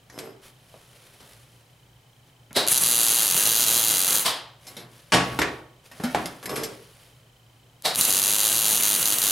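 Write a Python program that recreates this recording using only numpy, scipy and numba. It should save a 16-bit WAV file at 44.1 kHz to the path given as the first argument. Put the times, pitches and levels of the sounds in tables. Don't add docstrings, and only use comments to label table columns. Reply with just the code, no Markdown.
import sys
import numpy as np
from scipy import signal
from scipy.fft import rfft, irfft
from scipy.io import wavfile
from scipy.ndimage import uniform_filter1d, minimum_filter1d, map_coordinates
from numba import njit

SR = 44100
rng = np.random.default_rng(int(sys.argv[2]) if len(sys.argv) > 2 else 0)


def to_wav(sig):
    pcm = np.clip(np.atleast_2d(sig), -1, 1) * 32767
    pcm = np.round(pcm).astype(np.int16)
    wavfile.write(sys.argv[1], SR, pcm.T)


N = 410550
T = np.arange(N) / SR

# f/Hz, level/dB
BENCH_COLOUR = [(25, -50), (45, -15), (70, -3.5), (95, -8), (135, -2.5), (200, -1.5), (300, -3),
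                (420, -3.5), (800, -3.5), (1300, -5), (1750, -6), (2400, -8), (6000, -15.5), (10000, -20.5),
                (15000, -62)]
# f/Hz, level/dB, time to fade by 60 dB/s
BRACKET_MODES = [(2110, 0, .1), (4080, -4, .1), (4810, -4, .07), (5190, 1, .11), (5480, -4, .07),
                 (6050, -5, .06), (7620, -4, .12), (8290, -8, .1), (9410, -5, .07), (9990, -3, .12),
                 (10600, -2, .09), (11400, 2, .08), (11650, -2, .1), (13000, -7, .1)]
# wire touches/s, arc lights/s, last short/s, arc dies/s, hiss/dB, pop on lighting/dB
WELDS = [(2.530, 2.684, 4.195, 4.26, -22, 8.5), (7.823, 7.958, 9.32, 9.4, -22.5, -1)]
# start/s, burst/s, peak hiss/dB, burst level/dB
FLARES = [(2.679, 2.727, -14.5, 5.5), (2.782, 2.836, -19, 6), (4.086, 4.107, -18.5, 5),
          (4.109, 4.129, -18.5, 2), (4.131, 4.155, -15.5, 5), (7.958, 8.01, -16, 14.5),
          (8.013, 8.051, -21.5, 10), (8.056, 8.105, -16, 6), (8.779, 8.816, -18, -14),
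          (8.962, 9.028, -20.5, 4), (9.032, 9.056, -39, 6), (9.14, 9.185, -39, 2), (9.188, 9.218, -37, 5)]


def undb(db):
    return 10 ** (np.asarray(db) / 20)


def unit(x):
    return x / np.sqrt(np.mean(x ** 2))


def at(points, hz):
    f, value = np.transpose(points)
    return np.interp(np.log(hz + 1), np.log(f), value)


def colour(x, points, tilt_db=0, size=4096):
    hz = np.linspace(1, SR / 2, size // 2 + 1)
    octaves = np.abs(np.log2(np.maximum(hz, 40) / 250))
    cepstrum = irfft(np.log(undb(at(points, hz) + tilt_db * octaves)))
    cepstrum[1:size // 2] *= 2
    cepstrum[size // 2 + 1:] = 0
    response = irfft(np.exp(rfft(cepstrum)))
    return signal.oaconvolve(x, response / np.linalg.norm(response))[:len(x)]


@njit
def moving_band(x, hz, width_hz):
    y, band_state, low_state = np.empty(len(x)), 0., 0.
    for i in range(len(x)):
        step, damping = np.tan(np.pi * hz[i] / SR), width_hz / hz[i]
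        band = (band_state + step * (x[i] + 1e-18 - low_state)) / (1 + step * (step + damping))
        band_state = 2 * band - band_state
        low_state += 2 * step * band
        y[i] = damping * band
    return y


def resonate(x, hz, width_hz):
    return moving_band(x, hz * np.ones(len(x)), float(width_hz))


def walk(rate):
    step = int(SR / rate)
    points = rng.standard_normal(N // step + 2)
    path = np.interp(np.arange(N) / step, np.arange(len(points)), points)
    return unit(uniform_filter1d(path, step // 2 + 1))


def swell(start, end, attack_s, release_s):
    return np.clip(np.minimum((T - start) / attack_s, (end - T) / release_s), 0, 1)


def add(out, s, sound):
    i = int(s * SR)
    out[..., i:i + sound.shape[-1]] += sound[..., :N - i]


def stereo(mid, side, side_db):
    return mid + undb(side_db) * side * np.array([[1], [-1]])


def ring(modes, t, scatter_db=2):
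    hz, db, t60 = np.transpose(modes)[:, :, None]
    gain = undb(db + scatter_db * rng.standard_normal(hz.shape)) * rng.choice([-1, 1], hz.shape)
    notes = gain * np.sin(2 * np.pi * hz * t) * np.exp(-np.log(1000) * t / t60)
    return notes.sum(0) / np.linalg.norm(gain)


def wash(size=32768):
    # f/Hz, time to fade by 60 dB/s
    fade_times = [(100, 0.49), (500, 0.57), (3000, 0.47), (7000, 0.32), (14000, 0.24)]
    t, hz = np.arange(size) / SR, np.linspace(1, SR / 2, size // 2 + 1)
    spectrum, out = rfft(rng.standard_normal(size)), 0
    for band_hz, t60 in fade_times:
        share = at([(f, f == band_hz) for f, _ in fade_times], hz)
        out = out + irfft(spectrum * share) * np.exp(-np.log(1000) * t / t60)
    return out


def in_shop(x, wet_db):
    tail = stereo(wash(), wash(), side_db=-5.5)
    tail = np.pad(tail / np.linalg.norm(tail[0]), ((0, 0), (SR // 200, 0)))
    return x + undb(wet_db) * signal.oaconvolve(x[None], tail, axes=1)[:, :N]


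def welder(hum_hz=117.7, hum_db=-61, hum_wander_db=3, fan_hz=30, air_db=-58):
    # f/Hz, level/dB
    fan_tones = [(3090, -61), (4000, -70)]
    # f/Hz, level/dB
    air_colour = [(25, -21), (60, -7), (96, -10.5), (129, 0), (204, -14.5), (350, -16), (500, -16.5),
                  (750, -17.5), (1500, -24.5), (2300, -23.5), (3100, -24.5), (4900, -29), (10000, -31.5),
                  (15500, -35)]
    hum = np.sqrt(2) * np.sin(2 * np.pi * hum_hz * T + .5 * walk(15))
    hum *= undb(hum_db + hum_wander_db * walk(20))
    once_a_turn = np.exp(4 * (np.cos(2 * np.pi * fan_hz * T) - 1))
    squeak = sum(np.sqrt(2) * undb(db + 1.2 * walk(30)) * np.sin(2 * np.pi * hz * T + .9 * walk(250))
                 for hz, db in fan_tones)
    mid, side = (unit(colour(rng.standard_normal(N), air_colour)) for _ in range(2))
    return hum + once_a_turn * squeak + undb(air_db) * stereo(mid, side, side_db=-6)


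def gloves(attack_share=.32, release_share=.48):
    # f/Hz, level/dB
    leather_colour = [(200, -14), (400, -11.5), (520, -5), (700, -12), (1500, -12.5), (3500, -12),
                      (7700, -18), (10500, -13.5), (15000, -25.5)]
    # start/s, length/s, level/dB
    strokes = [(0.408, 0.11, -50), (0.436, 1.45, -56.5), (1.18, 0.27, -60.5), (2.256, 0.059, -64),
               (4.588, 0.24, -50.5), (4.87, 0.23, -55), (5.05, .6, -48), (5.833, .06, -52.5),
               (5.863, 0.63, -47), (6.386, 0.64, -53), (6.84, 0.43, -58)]
    grain = undb(2 * walk(300) + walk(30))
    rub = colour(rng.standard_normal(N) * grain, leather_colour)
    motion = sum(undb(db) * swell(s, s + length, attack_share * length, release_share * length)
                 for s, length, db in strokes)
    return in_shop(unit(rub) * motion, wet_db=-7)


def slides(slips_per_s=350, groan_hz=440, groan_db=9, chatter_db=-13):
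    # start/s, end/s, level/dB
    drags = [(0.11, 0.334, -44), (6.43, 6.69, -34.5)]
    slips = rng.standard_normal(N) * (rng.random(N) < slips_per_s / SR)
    body = colour(slips, BENCH_COLOUR, tilt_db=-3.5)
    groan = resonate(body, groan_hz, width_hz=113)
    chatter = signal.oaconvolve(slips, ring(BRACKET_MODES, T[:SR // 10]))[:N]
    scrape = unit(body + undb(groan_db) * groan) + undb(chatter_db) * unit(chatter)
    push = sum(undb(db) * swell(start, end, attack_s=.067, release_s=.076) for start, end, db in drags)
    return in_shop(scrape * push, wet_db=-1.5)


def knocks(crack_db=4, crack_s=.0042, wash_db=-4, bench_ring_db=-10, clink_s=.01, bracket_ring_db=1):
    # t/s, bench/dB, clink/dB, tilt/dB per octave, rattle fade/s, favoured f/Hz, its level/dB
    blows = [(0.099, -46.5, -58, 3, 0.0043, 1800, 2), (0.188, -42.5, -35.5, 5.5, 0.0023, 2150, 11),
             (0.741, -54, -72, -2, .0003, 563, 16), (1.204, -49.5, -56, .5, .0017, 1700, -3),
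             (2.508, -46, -68, -4.5, .002, 2000, 9), (4.669, -44.5, -37.5, -5, 0.022, 4080, 12),
             (4.767, -38, -37.5, -3.5, 0.026, 4080, 16.5), (5.121, -16, -33, .5, 0.013, 1100, -12),
             (5.134, -12.5, -25, 0.4, 0.03, 760, -2.5), (5.319, -30, -55, -5.5, 0.0045, 800, -7),
             (5.389, -17.5, -28.5, -2.5, 0.0029, 277, -10), (5.417, -23.5, -28, -1, 0.00042, 1950, 15),
             (5.914, -49, -48, -3, 0.0088, 2130, 15.5), (5.999, -34.5, -53, -4, 0.0092, 272, 9),
             (6.037, -27.5, -31.5, -1.5, 0.011, 238, 11), (6.147, -20.5, -35, -2.5, .0008, 770, 5),
             (6.257, -36.5, -32, -1, 0.0014, 5070, 11), (6.428, -39, -41.5, -1.5, 0.014, 2000, -1),
             (6.457, -36.5, -31.5, -4.5, 0.0023, 1980, 12), (6.493, -34.5, -35, -0.5, 0.012, 1130, 7),
             (6.558, -30.5, -29.5, 2.5, 0.021, 480, -3), (6.634, -37, -28, 6.5, 0.013, 450, 16)]
    # f/Hz, level/dB, time to fade by 60 dB/s
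    bench_modes = [(129.2, 1.5, 1), (248, 6, 0.36), (322, -3, 0.55), (391, -23, .25), (705.6, 6, .35),
                   (779, -8.5, .43), (1000, -5, 0.71), (1117, 3, 0.65), (1273, -23.5, 0.3),
                   (1690, -4.5, .29), (2094, -14.5, .42)]
    # f/Hz, level/dB
    clink_colour = [(800, -23.5), (2200, -2), (5000, -1), (8500, -4.5), (11400, -4.5), (15000, -21.5)]
    bench, clinks = np.zeros((2, N)), np.zeros(N)
    for s, bench_db, clink_db, tilt_db, rattle_s, spot_hz, spot_db in blows:
        blur = undb(wash_db) * wash()
        t = T[:len(blur)]
        brief = t[:len(t) // 4]
        contacts = rng.standard_normal(len(brief)) * (rng.random(len(brief)) < .02)
        contacts *= np.exp(-brief / rattle_s)
        contacts[0] = 2
        contacts /= np.linalg.norm(contacts)
        crack = undb(crack_db) * rng.standard_normal(len(t)) * np.exp(-t / crack_s)
        mid = colour(blur + crack, BENCH_COLOUR, tilt_db) + undb(bench_ring_db) * ring(bench_modes, t)
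        mid += undb(spot_db) * resonate(mid, spot_hz, width_hz=spot_hz / 4) * np.exp(-t / .062)
        body = stereo(mid, colour(wash(), BENCH_COLOUR, tilt_db), side_db=-11.5)
        add(bench, s, undb(bench_db) * signal.fftconvolve(body, contacts[None], axes=1))
        clink = colour(rng.standard_normal(len(brief)) * np.exp(-brief / clink_s), clink_colour)
        clink += undb(bracket_ring_db) * ring(BRACKET_MODES, brief)
        add(clinks, s, undb(clink_db) * signal.fftconvolve(clink, contacts))
    return bench + in_shop(clinks, wet_db=-15)


def rushes(low_db=2.5, high_db=2):
    # peak/s, end/s, level/dB, rise/s, tilt/dB per octave, low ring/Hz, high ring/Hz
    surges = [(2.566, 2.688, -19, 0.0057, 1.5, 374, 3900), (4.261, 4.696, -20, 0.0083, 2.5, 1060, 3100),
              (7.854, 7.954, -21, 0.0048, 2, 726, 3970)]
    # f/Hz, level/dB
    rush_colour = [(50, -40), (130, -6.5), (300, -4.5), (700, 0), (1300, -6), (2000, -6.5), (2700, -10),
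                   (3600, -5.5), (4900, -6.5), (6200, -15.5), (9500, -12.5), (13500, -20.5), (15500, -31.5)]
    out, lead = np.zeros((2, N)), T[:SR // 20]
    for peak, end, db, rise_s, tilt_db, low_hz, high_hz in surges:
        start = peak - lead[-1]
        rise = np.exp((lead - lead[-1]) / rise_s)
        noises = [np.r_[rise * rng.standard_normal(len(lead)), wash()] for _ in range(2)]
        mid, side = (colour(noise, rush_colour, tilt_db) for noise in noises)
        low_ring = undb(low_db) * resonate(mid, low_hz, width_hz=200)
        high_ring = undb(high_db) * resonate(mid, high_hz, width_hz=400)
        rush = stereo(mid + low_ring + high_ring, side, side_db=-9.5)
        add(out, start, undb(db) * rush[:, :int((end - start) * SR)])
    return out


def hiss_level(cold_db=-6.5, warm_s=.15, waver_db=1, flare_rise_db=17.5, drop_short_s=.003):
    gain = np.zeros(N)
    for _, lit, _, dies, db, _ in WELDS:
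        cold = np.exp(-np.maximum(T - lit, 0) / warm_s)
        gain += undb(db + cold_db * cold) * swell(lit, dies, attack_s=.01, release_s=.046)
    gain *= undb(waver_db * walk(25))
    for start, burst, db, _ in FLARES:
        growing = (T > start) & (T < burst - drop_short_s)
        to_go = (burst - T[growing]) / (burst - start)
        gain[growing] = np.hypot(gain[growing], undb(db - flare_rise_db * to_go ** 2))
    return gain


def run_of_shorts(start, end, hang_chance=.03, period_scatter=.065, scatter_db=2.7, max_pops=200):
    # t/s, rate/pops per s, level/dB
    pace = [(2.86, 117, -1), (3.22, 115, -1), (3.33, 89, -1.5), (3.45, 115, 2), (3.87, 116, -1.5),
            (3.98, 92, -1), (4.191, 109, -1.5), (8.15, 96, 0.5), (8.4, 108.6, -1), (9.101, 106, -3.5),
            (9.3, 99, 2)]
    times, rates, levels = np.transpose(pace)
    pops, s = [], start
    scatter = rng.standard_normal((max_pops, 2))
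    for (stretch, size), hangs in zip(scatter, rng.random(max_pops) < hang_chance):
        period = np.exp(period_scatter * stretch) * (1 + hangs) / np.interp(s, times, rates)
        if end - s < period / 2:
            break
        s = s + period if end - s > 1.5 * period else end
        pops.append((s, np.interp(s, times, levels) + scatter_db * size))
    return pops


def shorts(touch_db=-26, stutters=3, stutter_s=.0082, step_db=10.5):
    pops = [(burst, db) for _, burst, _, db in FLARES]
    for touch, lit, last, dies, _, db in WELDS:
        pops.append((touch, touch_db))
        pops += [(lit - k * stutter_s, db - k * step_db) for k in range(stutters)]
        run_start = lit
        for pause, burst, _, _ in FLARES:
            if touch < pause < dies:
                pops += run_of_shorts(run_start, pause)
                run_start = burst
        pops += run_of_shorts(run_start, last)
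    return [(s, db) for s, db in pops if s < T[-1]]


def nozzle_ring(x):
    # base f/Hz, width/Hz, level/dB, share in the pitch drift/0-1
    bands = [(2980, 450, -12, 1), (3976, 160, 3.5, 0.18), (4610, 375, 7.5, 0), (6396, 190, 3, 0.07),
             (7050, 450, 0.5, 0), (9240, 1300, 0, 1), (11250, 880, 9, 1), (13070, 540, 0.5, 1)]
    # t/s, frequency factor
    drift = [(2.7, .99), (3.2, 1), (3.7, 1.055), (4.2, 1.06), (7.9, 1), (8.7, 1.02), (9.3, 1.055)]
    tuning = np.interp(T, *np.transpose(drift))
    return x + sum(undb(db) * resonate(x, hz * tuning ** share, width) for hz, width, db, share in bands)


def near_echoes(x, above_hz=2300, oversample=4):
    # delay/ms, level/dB, wander/ms
    echoes = [(.3, -4.5, .003), (1.45, -16, .008), (2.45, -12, .008)]
    treble = signal.sosfiltfilt(signal.butter(4, above_hz, "high", fs=SR, output="sos"), x)
    fine = signal.resample_poly(treble, oversample, 1)
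    for delay_ms, db, wander_ms in echoes:
        delay_s = (delay_ms + wander_ms * walk(2.5)) / 1000
        x = x + undb(db) * map_coordinates(fine, [(T - delay_s) * oversample * SR], order=1)
    return x


def arc(fizz_db=-24.5, fizz_s=.0011, short_s=.0025, hush_db=-5, hiss_db=-5.5, grain_db=2):
    # f/Hz, level/dB
    pop_colour = [(60, -40), (130, -6.5), (500, -1), (1400, 0), (2150, -4), (2700, -0.5), (4300, -0.5),
                  (5500, 4), (7000, -1.5), (8200, 4), (9800, 2), (11300, 3.5), (13800, -0.5), (15500, -7.5)]
    # f/Hz, level/dB
    hiss_colour = [(60, -16.5), (130, 3), (300, 1), (1400, 0.5), (2100, 1), (3000, -1.5), (4300, -9.5),
                   (5500, 0), (7000, -5), (8200, 8), (9800, 1), (11300, 1.5), (13800, -2.5), (15500, 1)]
    pops, shorted = np.zeros(N), np.zeros(N)
    t = T[:SR // 100]
    spike = 1.15 * (t == 0)
    for s, db in shorts():
        spatter_fizz = undb(fizz_db) * rng.standard_normal(len(t)) * np.exp(-t / fizz_s)
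        add(pops, s, undb(db) * (spike + spatter_fizz))
        add(shorted, s - short_s, np.ones(int(short_s * SR)))
    hiss = unit(rng.standard_normal(N) * undb(grain_db * walk(1500))) * hiss_level()
    hiss *= undb(hiss_db + hush_db * np.minimum(shorted, 1))
    crackle = colour(pops, pop_colour) + colour(hiss, hiss_colour)
    return near_echoes(nozzle_ring(crackle))


def scene():
    return in_shop(arc(), wet_db=-11) + rushes() + knocks() + slides() + gloves() + welder()


def record(dry, width_db=-2.7, ceiling=.75, cutoff_hz=15750):
    # f/Hz, level/dB
    side_colour = [(80, -16), (180, -10), (350, -4), (700, -0.5), (1400, 4), (2800, 2), (5600, 0.5),
                   (11000, -6), (16000, -3.5)]
    side = colour((dry[0] - dry[1]) / 2, side_colour)
    x = stereo(dry.mean(0), side, side_db=width_db)
    hold = SR // 1000
    needed_gain = ceiling / np.maximum(np.abs(x).max(0), ceiling)
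    gain = uniform_filter1d(minimum_filter1d(needed_gain, hold), hold)
    return signal.sosfilt(signal.ellip(10, .2, 80, cutoff_hz, fs=SR, output="sos"), x * gain)


dry = scene()
out = record(dry)
to_wav(out)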